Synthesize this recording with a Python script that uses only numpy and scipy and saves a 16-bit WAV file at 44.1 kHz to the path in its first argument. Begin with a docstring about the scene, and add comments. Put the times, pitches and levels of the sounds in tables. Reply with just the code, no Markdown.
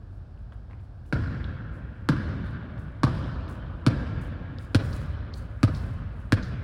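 """Basketball bounces ring through a large gym as a player dribbles toward the microphone.
Each bounce is a slap of the skin, a ping of the air in the ball and a falling boom of the sprung
hardwood floor; two walls echo it and the hall rings long after. Soles grip, trousers swish, and
the hand brushes the ball and once catches it with a sharp slap, over the rumble of the ventilation."""
import sys
import numpy as np
from scipy import signal
from scipy.fft import rfft, irfft, next_fast_len
from scipy.io import wavfile
from scipy.ndimage import uniform_filter1d

SR = 44100
rng = np.random.default_rng(int(sys.argv[2]) if len(sys.argv) > 2 else 0)


def int16_out(signal):
    """Quantize to a 16-bit WAV file."""
    q = np.round(np.clip(np.atleast_2d(signal).T, -1, 1) * 32767)
    wavfile.write(sys.argv[1], SR, q.astype(np.int16))


N = 292463

# Each bounce hits another spot of the floor:
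# start_s, force_db, boom_db, settled_boom_hz, board_resonance_hz, board_peak_db, catch_rub_db
BOUNCE_EVENTS = [(1.1259, -0.14, -20.5, 126.5, 1430, 15, -82), (2.089, 2.5, -14.5, 141, 1460, 11, -91),
                 (3.0339, 4.5, -13, 119, 1176, 10, -77), (3.8649, 3, -11, 116.4, 1380, 8.5, -87),
                 (4.7474, 2.5, -11.5, 93.5, 1510, 5.5, -63), (5.6313, -0.8, -10.5, 101, 1320, 8.5, -66.5),
                 (6.3229, 0, -11.5, 97.6, 1670, 10.5, -83)]


def dribble(side_wall_m=8.2, side_wall_db=-26.5, back_wall_s=0.05, back_wall_db=-13.5):
    """Bounces, echoes and reverberation; as the player nears, the slap brightens, the side echo lags."""
    out, t, hz = np.zeros(N), np.arange(SR // 3) / SR, np.fft.rfftfreq(4096, 1 / SR)
    sound_m_per_s = 343
    for start_s, force_db, boom_db, boom_hz, board_hz, board_db, _ in BOUNCE_EVENTS:
        range_m = distance_m(start_s)
        tilt_db_per_octave = 3.5 - 0.24 * range_m
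        colour_db = read(SLAP_SPECTRUM, hz) + tilt_db_per_octave * np.log2((hz + 200) / 1500)
        colour_db += board_db * bell(hz, board_hz, 0.16)
        smack = slap(t, colour_db) + ping(t)
        smack_db = force_db - 16 - 0.8 * np.log2(range_m)
        thud = boom(t, boom_hz)
        side_wall_s = (np.hypot(range_m, 2 * side_wall_m) - range_m) / sound_m_per_s
        bass_db = 3.5 - force_db  # the floor feeds the hall the same bass however hard the slap
        add(out, start_s, amp(boom_db) * thud + amp(smack_db) * smack)
        add(out, start_s + side_wall_s, amp(force_db + side_wall_db) * side_wall(t, smack, thud))
        add(out, start_s + back_wall_s, amp(boom_db + back_wall_db) * back_wall(t, thud))
        add(out, start_s, amp(force_db) * hall(boom_hz, board_hz, board_db, bass_db))
    return out


# Skin on the boards: frequency_hz, density_db
SLAP_SPECTRUM = [(100, -2.5), (300, 2.5), (520, 5), (660, -6.5), (800, -6), (1100, -5), (1600, -9.5),
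                 (2000, -13.5), (3200, -15), (4800, -16.5), (6300, -29.5), (10000, -33), (15500, -46)]
# Skin snaps at first touch, as its ripple comes round, and at lift-off: delay_s, level_db, t60_s
SKIN_SNAPS = [(0, -2.5, 0.021), (.0062, -8, 0.02), (0.0104, -15, .012), (0.0151, -16, 0.055)]


def slap(t, colour_db, level_db=-2.5, rattle_db=-21, rattle_t60_s=0.085, spike_db=20.5):
    """The skin snaps as the ball flattens and lifts; the boards shiver on."""
    force = grit(len(t), grain_db=4) * amp(rattle_db - 60 * t / rattle_t60_s)
    for delay_s, snap_db, t60_s in SKIN_SNAPS:
        snap = rng.standard_normal(len(t)) * amp(-60 * t / t60_s)
        snap[0] = -amp(spike_db)
        add(force, delay_s * rng.uniform(0.93, 1.07), amp(snap_db) * snap)
    return amp(level_db) * signal.fftconvolve(force, causal(colour_db))[:len(t)]


# Air modes in the ball: pitch_hz, level_db, t60_s
BALL_MODES = [(910, -26, 0.099), (1625, -6.5, 0.027), (2280, -13, 0.014), (2600, -28, 0.078),
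              (3380, -37, 0.018), (4000, -34.5, 0.16), (4600, -41, 0.097), (5340, -39, .1)]


def ping(t, level_db=-1, uneven_db=2):
    """The air in the ball rings; each blow excites its modes differently."""
    out = np.zeros(len(t))
    for pitch_hz, mode_db, t60_s in BALL_MODES:
        struck_db = level_db + mode_db + uneven_db * rng.standard_normal()
        out += amp(struck_db - 60 * t / t60_s) * np.sin(2 * np.pi * (pitch_hz * t + rng.random()))
    return out


# Short resonances of the boards: pitch_hz, level_db, peak_s, sharpness
BOARD_MODES = [(263, -0.5, 0.0067, 4.85), (515, -27, 0.0074, 0.51), (635, -21.5, 0.0095, 3.8)]


def boom(t, settled_hz, start_hz=176, sag_s=0.008):
    """Bending waves in the floor: high ones arrive first, so the pitch sags; the boards knock above."""
    sagging_hz = settled_hz + (start_hz - settled_hz) * np.exp(-t / sag_s)
    bending = swell(t, peak_s=0.015, sharpness=3.05) * np.sin(2 * np.pi * np.cumsum(sagging_hz) / SR)
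    knock = sum(amp(level_db) * swell(t, peak_s, sharpness) * np.sin(2 * np.pi * pitch_hz * t)
                for pitch_hz, level_db, peak_s, sharpness in BOARD_MODES)
    return bending + knock


def side_wall(t, smack, thud, spread_s=0.0077, band_hz=(380, 1900)):
    """The wall along the player's path scatters the bounce, short of bass and treble."""
    echo = scatter(t, smack + amp(3) * thud, spread_s)
    return signal.lfilter(*signal.butter(1, band_hz, "band", fs=SR), echo)


def back_wall(t, thud, spread_s=0.0066, low_cut_hz=90):
    """The wall behind the microphone scatters the boom, without its deepest bass."""
    echo = scatter(t, thud, spread_s)
    return signal.lfilter(*signal.butter(1, low_cut_hz, "high", fs=SR), echo)


# Reverberation colour: frequency_hz, density_db
HALL_SPECTRUM = [(35, -12.5), (60, 3), (95, -0.5), (140, -2.5), (200, -9), (280, -11), (400, -22),
                 (560, -21), (800, -31), (1200, -31.5), (1650, -29.5), (1950, -38), (5200, -41),
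                 (6500, -53.5)]
# Reverberation time: frequency_hz, t60_s
HALL_DECAY = [(60, 3.9), (130, 3.82), (300, 3.52), (700, 4.52), (1500, 4.12), (3000, 3.73), (5000, 1.53),
              (8000, 1.2), (15000, 0.29)]


def hall(boom_hz, board_hz, board_db, bass_db, level_db=-9, build_s=0.005, bass_build_s=0.02):
    """Diffuse sound builds, bass last, swells as the far walls answer, and decays band by band."""
    frames = dict(fs=SR, nperseg=2048, noverlap=1536)
    hz, frame_s, noise = signal.stft(grit(3 * SR, grain_db=0.86, grain_samples=120), **frames)
    bass = 1 / (1 + (hz / 200) ** 4)
    pitch_ratio = boom_hz / 115
    shifted_hz = hz / pitch_ratio ** (0.7 * bass)  # a deeper boom leaves a deeper rumble
    colour_db = read(HALL_SPECTRUM, shifted_hz) + bass_db * bass
    colour_db += 9 * np.log2(pitch_ratio) * bell(hz, 290, 0.51)  # a stiffer spot sends more knock
    colour_db += 0.73 * board_db * bell(hz, board_hz, 0.49)
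    colour_db -= 6 * np.log2(np.maximum(hz / HALL_SPECTRUM[-1][0], 1))  # air absorption
    colour_db += sum(bell(hz, ping_hz, 0.019) for ping_hz, _, _ in BALL_MODES)
    uneven_db = unevenness_db(noise.shape) * (1 - bass[:, None])
    decay_db = -60 * frame_s / read(HALL_DECAY, hz)[:, None]
    late_bass = 1 - bass[:, None] * np.exp(-(frame_s / bass_build_s) ** 2)
    _, tail = signal.istft(noise * amp(colour_db[:, None] + uneven_db + decay_db) * late_bass, **frames)
    t = np.arange(len(tail)) / SR
    onset = 1 - np.exp(-(t / build_s) ** 2)
    far_walls_db = 2 * np.exp(-0.5 * ((t - 0.207) / 0.011) ** 2)
    return tail * onset * amp(level_db + far_walls_db)


def unevenness_db(shape, ripple_db=1.6, flutter_db=1.4):
    """Spectral ripple of one floor spot, and flutter as single echoes arrive."""
    ripple = smooth_noise(shape[0], 4)[:, None]
    patches = uniform_filter1d(rng.standard_normal(shape), size=24, axis=0)
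    flutter = evened(uniform_filter1d(patches, size=3, axis=1))
    return ripple_db * ripple + flutter_db * flutter


# Player's path: time_s, distance_m
PLAYER_PATH = [(0, 13), (1.1, 15), (3, 9.3), (4.75, 3.6), (6.6, 1.27)]


def distance_m(time_s):
    """Range from microphone to player."""
    return np.interp(time_s, *np.transpose(PLAYER_PATH))


def player(wet_db=-6, t60_s=0.59, cutoff_hz=5000):
    """Shoes, hands and clothes, with a little of the hall."""
    direct = soles_and_catch() + pats() + rustle()
    tail = rng.standard_normal(SR) * amp(-60 * np.arange(SR) / SR / t60_s)
    tail = signal.lfilter(*signal.butter(2, cutoff_hz, fs=SR), tail / np.linalg.norm(tail))
    return direct + amp(wet_db) * signal.fftconvolve(direct, tail)[:N]


# Footfalls, and at 1.442 s a sharp slap of the hand catching the ball: start_s, swish_db, contact_db
CONTACTS = [(0.11, -57, -58), (0.375, -63, -44), (0.795, -58, -45), (1.055, -49, -43), (1.442, -65, -20.5),
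            (1.722, -53, -57), (2.439, -51, -50), (2.778, -50, -42), (3.135, -49, -74), (3.479, -44.5, -37),
            (4.207, -50, -53), (4.5832, -52.5, -34.5), (4.929, -49, -35), (5.336, -50.5, -33.5),
            (5.74, -62, -46), (6.419, -65, -49)]


def soles_and_catch(sharp_s=0.0017, slide_s=0.016, turn_at_s=5.55):
    """Soles grip the varnish and once the hand slaps the ball, fainter and duller from afar."""
    out = np.zeros(N)
    for start_s, _, contact_db in CONTACTS:
        range_m = distance_m(start_s)
        peak_s = sharp_s if start_s < turn_at_s else slide_s  # soles slide once the player turns
        contact = scuff(peak_s, centre_hz=4600 - 110 * range_m, octaves=0.35)
        add(out, start_s, amp(contact_db) / range_m * contact)
    return out


# Pats as the ball is picked up: start_s, level_db, peak_s
PALM_PATS = [(0.521, -50.5, 0.0033), (0.698, -54.5, 0.011)]


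def pats():
    """Palms knock dully on the ball."""
    out = np.zeros(N)
    for start_s, level_db, peak_s in PALM_PATS:
        add(out, start_s, amp(level_db) * scuff(peak_s, centre_hz=650, octaves=1.15))
    return out


def rustle(rise_s=0.0078, swish_s=0.08, push_lead_s=0.1, push_s=0.12, catch_lag_s=0.17, catch_s=0.16):
    """Trousers swish as the player moves; the ball's pebbles rub the palm at each pat, push and catch."""
    t, power = np.arange(N) / SR, np.zeros(N)
    swish = (1 - np.exp(-(t[:SR] / rise_s) ** 2)) * np.exp(-(t[:SR] / swish_s) ** 2)
    for start_s, swish_db, _ in CONTACTS:
        add(power, start_s, (amp(swish_db) / distance_m(start_s) * swish) ** 2)
    for start_s, pat_db, _ in PALM_PATS:
        add(power, start_s, (amp(pat_db - 32) * swish) ** 2)
    for bounce_s, *_, catch_db in BOUNCE_EVENTS:
        push_db = -74 - 4 * np.log2(distance_m(bounce_s))
        power += (amp(push_db) * np.exp(-((t - bounce_s + push_lead_s) / push_s) ** 2)) ** 2
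        power += (amp(catch_db) * np.exp(-((t - bounce_s - catch_lag_s) / catch_s) ** 2)) ** 2
    grains = grit(next_fast_len(N), grain_db=2.5, grain_samples=110)
    friction = coloured(grains, lambda hz: bell(hz, centre_hz=8300, octaves=1))[:N]
    flicker_db = -0.5 + 1.7 * smooth_noise(N, 900)
    return amp(flicker_db) * np.sqrt(power) * friction


# Ventilation noise: frequency_hz, density_db
VENT_SPECTRUM = [(20, -38), (45, 0), (62, -3), (105, -5.5), (160, -18), (290, -27), (420, -33.5),
                 (700, -34), (1000, -40.5), (1650, -40.5), (1950, -53), (5200, -58.5), (6200, -68.5),
                 (16000, -76)]


def ventilation(level_db=-40.5):
    """Steady rumble and hiss of the air handling."""
    noise = rng.standard_normal(next_fast_len(N))
    return amp(level_db) * coloured(noise, lambda hz: amp(read(VENT_SPECTRUM, hz)))[:N]


def scuff(peak_s, centre_hz, octaves):
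    """Gritty burst in one band; peak_s alone sets its energy."""
    envelope = swell(np.arange(SR // 2) / SR, peak_s, sharpness=0.87)
    grains = grit(len(envelope), grain_db=6.5)
    burst = envelope * coloured(grains, lambda hz: bell(hz, centre_hz, octaves))
    return burst * np.linalg.norm(envelope) / np.linalg.norm(burst)


def scatter(t, sound, spread_s):
    """Smears a sound over many small reflections."""
    taps = rng.standard_normal(len(t)) * swell(t, spread_s, sharpness=1)
    return signal.fftconvolve(sound, taps / np.linalg.norm(taps))


def grit(size, grain_db, grain_samples=60):
    """Noise whose strength jumps from grain to grain, rms 1."""
    return evened(rng.standard_normal(size) * amp(grain_db * smooth_noise(size, grain_samples)))


def smooth_noise(size, width):
    """Moving average of noise, rms 1."""
    return evened(uniform_filter1d(rng.standard_normal(size), size=width))


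def coloured(x, gain):
    """Shapes the spectrum by gain(hz), rms 1."""
    return evened(irfft(rfft(x) * gain(np.fft.rfftfreq(len(x), 1 / SR)), len(x)))


def causal(spectrum_db):
    """Minimum-phase response of this spectral shape, energy 1."""
    log_gain = np.log(amp(np.concatenate([spectrum_db, spectrum_db[-2:0:-1]])))
    response = np.fft.ifft(np.exp(np.conj(signal.hilbert(log_gain)))).real
    return response / np.linalg.norm(response)


def swell(t, peak_s, sharpness):
    """Rises from 0 to 1 at peak_s, then decays."""
    return (t / peak_s * np.exp(1 - t / peak_s)) ** sharpness


def bell(hz, centre_hz, octaves):
    """Bump of height 1 in log frequency."""
    return np.exp(-0.5 * (np.log2((hz + 1) / centre_hz) / octaves) ** 2)


def read(table, hz):
    """Interpolates a table in log frequency."""
    table_hz, values = np.transpose(table)
    return np.interp(np.log(hz + 1), np.log(table_hz + 1), values)


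def amp(db):
    """Decibels to gain."""
    return 10 ** (np.asarray(db) / 20)


def evened(x):
    """Scales to rms 1."""
    return x / np.sqrt(np.mean(x ** 2) + 1e-20)


def add(mix, start_s, sound):
    """Mixes a sound in at start_s."""
    part = mix[max(round(start_s * SR), 0):][:len(sound)]
    part += sound[:len(part)]


def scene():
    """The gym in mono."""
    return (dribble() + player() + ventilation())[None]


def record(dry, notch_hz=12700, notch_db=-15, low_cut_hz=30, band_limit_hz=16300):
    """Microphone: treble notch of its port, low cut, band limit."""
    hz = np.linspace(0, SR / 2, num=1025)
    port = causal(notch_db * bell(hz, notch_hz, octaves=0.091))
    low_cut = signal.butter(2, low_cut_hz, "high", fs=SR, output="sos")
    band_limit = signal.firwin(255, band_limit_hz, window=("kaiser", 9), fs=SR)
    heard = signal.oaconvolve(dry, port[None])[:, :N]
    heard = signal.sosfiltfilt(low_cut, heard, padtype="even")
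    return signal.oaconvolve(heard, band_limit[None], "same")


dry = scene()
out = record(dry)
int16_out(out)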